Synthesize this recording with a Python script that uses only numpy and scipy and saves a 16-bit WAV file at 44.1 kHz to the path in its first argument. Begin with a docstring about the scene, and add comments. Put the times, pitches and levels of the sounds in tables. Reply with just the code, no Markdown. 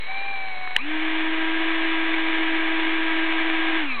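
"""A thin gear whine over soft rubbing: an electric fishing reel slowly winds in line, close to the
microphone. The speed lever clicks over, the motor spins up to a steady hum, and the gear teeth
start to bounce, rattling densely in the casing. Near the end it slows and the whine comes back."""
import sys
import numpy as np
from scipy import signal
from scipy.fft import rfft, irfft, next_fast_len
from scipy.io import wavfile
from scipy.ndimage import map_coordinates

SR = 44100
rng = np.random.default_rng(int(sys.argv[2]) if len(sys.argv) > 2 else 0)


def log_audio(samples):
    """Write samples as a 16-bit WAV file to the path given in sys.argv[1]."""
    # one column per channel
    frames = np.atleast_2d(samples).T
    # limit to full scale, then quantise
    limited = np.clip(frames, -1, 1)
    pcm = np.round(limited * 32767).astype(np.int16)
    wavfile.write(sys.argv[1], SR, pcm)


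N = 176400
TIME_S = np.arange(N) / SR


def amp(db):
    """Decibels to gain."""
    return 10 ** (np.asarray(db) / 20)


def unit_rms(x):
    """Scale to rms 1."""
    return x / np.sqrt(np.mean(x ** 2) + 1e-20)


def over_time(points):
    """Straight lines through (time_s, value) points."""
    return np.interp(TIME_S, *np.transpose(points))


def response_db(points, hz):
    """Read (frequency_hz, gain_db) points on a log frequency axis."""
    points_hz, gain_db = np.transpose(points)
    return np.interp(np.log(hz + 1), np.log(points_hz + 1), gain_db)


def wobble(rate_hz):
    """A smooth random curve, rate_hz knots a second."""
    knots = rng.standard_normal(int(N * rate_hz / SR) + 4)
    return map_coordinates(knots, [TIME_S * rate_hz])


def through_body(x, response):
    """Ring x through a body with the given (frequency_hz, gain_db) response."""
    size = 2 * next_fast_len(N // 2 + 8192)
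    gain = amp(response_db(response, np.fft.rfftfreq(size, 1 / SR)))
    cepstrum = irfft(np.log(gain), size)
    cepstrum[1:size // 2] *= 2  # minimum phase: the ring follows the knock
    cepstrum[size // 2 + 1:] = 0
    return irfft(rfft(x, size) * np.exp(rfft(cepstrum)), size)[:N]


def low_pass(x, cutoff_hz):
    """A steep low-pass."""
    size = next_fast_len(N + SR // 2)
    gain = 1 / np.sqrt(1 + (np.fft.rfftfreq(size, 1 / SR) / cutoff_hz) ** 80)
    return irfft(rfft(x, size) * gain, size)[:, :N]


def tone(phase, flutter_db, rate_hz):
    """A sine of rms about 1 whose level flutters."""
    return np.sqrt(2) * np.sin(phase + rng.uniform(0, 2 * np.pi)) * amp(flutter_db * wobble(rate_hz))


def spool_load(rise_db_per_s=0.53):
    """Gain that rises slowly as the spool fills."""
    return amp(rise_db_per_s * (TIME_S - N / 2 / SR))


# Thin tones of the drive, faint even this close: pitch_hz, level_db
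DRIVE_PITCHES = [(3898, -54.5), (4102, -58.5)]


def drive(smooth_running, dip_db=-6.5):
    """The drive's fluttering tones hold their pitch at any speed and weaken when it runs fast."""
    tones = sum(amp(db) * tone(2 * np.pi * hz * TIME_S + .25 * wobble(60), flutter_db=2.5, rate_hz=90)
                for hz, db in DRIVE_PITCHES)
    return tones * amp(dip_db * (1 - smooth_running))


# Colour of the friction, behind the whine: frequency_hz, gain_db
RUB_SPECTRUM = [(40, -35), (150, -27.5), (480, -20.5), (640, -21), (1050, -14), (1380, -22), (1720, -12.5),
                (2000, -15), (2330, -11), (2650, -18.5), (3200, -20), (3680, -24.5), (3950, -15.5),
                (4150, -23), (4350, -37.5)]
# Swell of the friction: time_s, gain_db
RUB_SWELL = [(0, -38), (.22, -36), (.45, -37.5), (.6, -37.5), (.76, -37.5), (.85, -30.5), (3.85, -29.5),
             (4, -33)]


def rub():
    """Gears and line slide with a soft, grainy friction."""
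    grain = rng.standard_normal(N) * amp(2.5 * wobble(400))
    return amp(over_time(RUB_SWELL)) * unit_rms(through_body(grain, RUB_SPECTRUM))


# Tones of the meshing gears: multiple_of_speed, level_db, start_s, end_s
MESH_TONES = [(4, -12.5, .05, 0.65), (5, 2, 0.082, 4.2), (9, 1.5, .79, 3.95), (10, -2, .1, 4.2),
              (15, 1, -.02, .765)]
# The whine's path through the casing to the microphone: frequency_hz, gain_db
WHINE_RESPONSE = [(600, -11), (700, -6), (740, -10), (790, -5.5), (1170, -6), (1300, -20.5), (1600, -13),
                  (2050, -9.5), (2220, -6.5), (2380, 1), (2650, 0.5), (2950, -0.5), (3300, -14.5),
                  (3800, -35)]
# Swell of the whine: time_s, gain_db
WHINE_SWELL = [(0, -36), (.12, -31.5), (.24, -34.5), (.55, -32.5), (.76, -32), (.82, -29.5), (.85, -27),
               (.93, -32), (3.82, -36), (3.9, -25.5), (3.96, -31), (4, -30)]


def gear_whine(speed_hz, angle, fade_s=.012):
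    """Smoothly meshing teeth make tones that glide through the casing's resonances."""
    tones = np.zeros(N)
    for multiple, db, start_s, end_s in MESH_TONES:
        gain = amp(db + response_db(WHINE_RESPONSE, multiple * speed_hz))
        gate = (np.tanh((TIME_S - start_s) / fade_s) - np.tanh((TIME_S - end_s) / fade_s)) / 2
        tones += gain * gate * tone(multiple * angle, flutter_db=1.5, rate_hz=70)
    return amp(over_time(WHINE_SWELL)) * tones


# A soft click, then a sharp one, right by the microphone: start_s, gain_db, pitch_ratio
LEVER_CLICKS = [(0.674, -17.5, 0.58), (0.7631, 0, 0.971)]
# Modes of the lever, scaled by each click: delay_s, pitch_hz, level_db, rise_s, t60_s
LEVER_MODES = [(0, 1874, 6.5, 0.0021, 0.0084), (.0019, 3020, 2.5, 0.00022, 0.0061),
               (.002, 1050, -12, .0002, .004)]


def lever():
    """The speed lever snaps over its detent with two short rings."""
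    clicks = np.zeros(N)
    for start_s, gain_db, pitch_ratio in LEVER_CLICKS:
        for delay_s, pitch_hz, level_db, rise_s, t60_s in LEVER_MODES:
            age_s = np.maximum(TIME_S - start_s - delay_s, 0)
            envelope = amp(gain_db + level_db - 60 * age_s / t60_s) * (1 - np.exp(-age_s / rise_s))
            clicks += envelope * np.sin(2 * np.pi * pitch_hz * pitch_ratio * age_s)
    return clicks


# Partials of the motor's hum, heard close up: multiple_of_speed, relative_level_db
HUM_PARTIALS = [(.855, -28), (1.47, -30.5), (1.53, -34), (2, -19), (3, -13.5), (4, -20.5), (5, -10),
                (5.44, -17), (6, -16), (8, -16.5), (9, -15), (10, -19), (11, -20.5), (12, -29.5)]


def motor_hum(pace, angle):
    """The rotor shakes the reel once a turn; the hum and its partials grow steeply with speed."""
    fundamental = amp(-28) * pace ** 5.97 * tone(angle, flutter_db=0.11, rate_hz=20)
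    partials = sum(amp(db) * tone(multiple * angle, flutter_db=2, rate_hz=35)
                   for multiple, db in HUM_PARTIALS)
    return fundamental + amp(-27) * pace ** 12 * spool_load() * partials


# The casing, struck from inside and heard close up: frequency_hz, gain_db
CASING_RESPONSE = [(60, -32.5), (230, -23), (340, -3.5), (440, -16), (570, -18.5), (680, -7), (800, -6.5),
                   (870, -10.5), (1020, -6), (1300, -7), (1420, -11.5), (1560, -3), (1770, -0.5),
                   (1840, -4), (1950, -3), (2330, 1), (2620, -8.5), (2850, -6.5), (3180, -10), (3480, -7),
                   (3700, -15.5), (4100, -25), (4350, -35.5)]


def tooth_rattle(pace, angle, contacts_per_turn=5, scatter_gaps=.3, spread_db=3.5):
    """Bouncing teeth knock at uneven moments and strengths and ring the casing."""
    contacts = angle / (2 * np.pi) * contacts_per_turn
    count = int(contacts[-1])
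    timing, strength, direction = rng.standard_normal((count, 3)).T
    knock_samples = np.interp(np.arange(count) + scatter_gaps * timing, contacts, np.arange(N))
    knocks = np.bincount(knock_samples.astype(int), amp(spread_db * strength) * np.sign(direction), N)
    ringing = unit_rms(through_body(knocks, CASING_RESPONSE))
    return amp(-27.5) * pace ** 5.3 * spool_load() * ringing


# Turning rate of the motor: time_s, speed_hz
MOTOR_SPEED = [(0, 144), (.098, 153), (.23, 158.6), (.36, 156.4), (.58, 148.4), (.762, 148.6), (.79, 228),
               (.82, 270), (0.861, 296), (0.909, 312), (1.05, 318), (1.702, 325.2), (2.402, 323.3),
               (3.769, 323.9), (3.812, 315.5), (3.848, 290), (3.91, 260), (4, 221)]
FULL_SPEED_HZ, BOUNCE_ONSET_HZ, BOUNCE_WIDTH_HZ = 324, 263, 16
TURNS_PER_SPOOL_TURN, SHAKE_LAG_S = 24, 0.016


def scene():
    """The reel at close range: as the motor speeds up, whine and rubbing give way to hum and rattle."""
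    speed_hz = over_time(MOTOR_SPEED)
    angle = 2 * np.pi * np.cumsum(speed_hz) / SR
    angle += 0.064 * np.sin(angle / TURNS_PER_SPOOL_TURN)  # one swing per spool turn
    angle += .05 * wobble(20)
    pole = np.exp(-1 / (SHAKE_LAG_S * SR))  # the shaking takes a moment to follow the speed
    lagged_hz = speed_hz[0] + signal.lfilter([1 - pole], [1, -pole], speed_hz - speed_hz[0])
    pace = lagged_hz / FULL_SPEED_HZ
    smooth_running = 1 / (1 + np.exp((speed_hz - BOUNCE_ONSET_HZ) / BOUNCE_WIDTH_HZ))
    shaking = motor_hum(pace, angle) + tooth_rattle(pace, angle)
    meshing = smooth_running * (gear_whine(speed_hz, angle) + rub())
    return (shaking + meshing + drive(smooth_running) + lever())[None]


def record(dry, offset=-.059, clip_level=.72):
    """One close, narrow-band microphone feeds an off-centre input that clips on the loudest click."""
    microphone = low_pass(dry, cutoff_hz=4360)
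    clipped = np.clip(microphone + offset, -clip_level, clip_level)
    return low_pass(clipped, cutoff_hz=16500)


dry = scene()
out = record(dry)
log_audio(out)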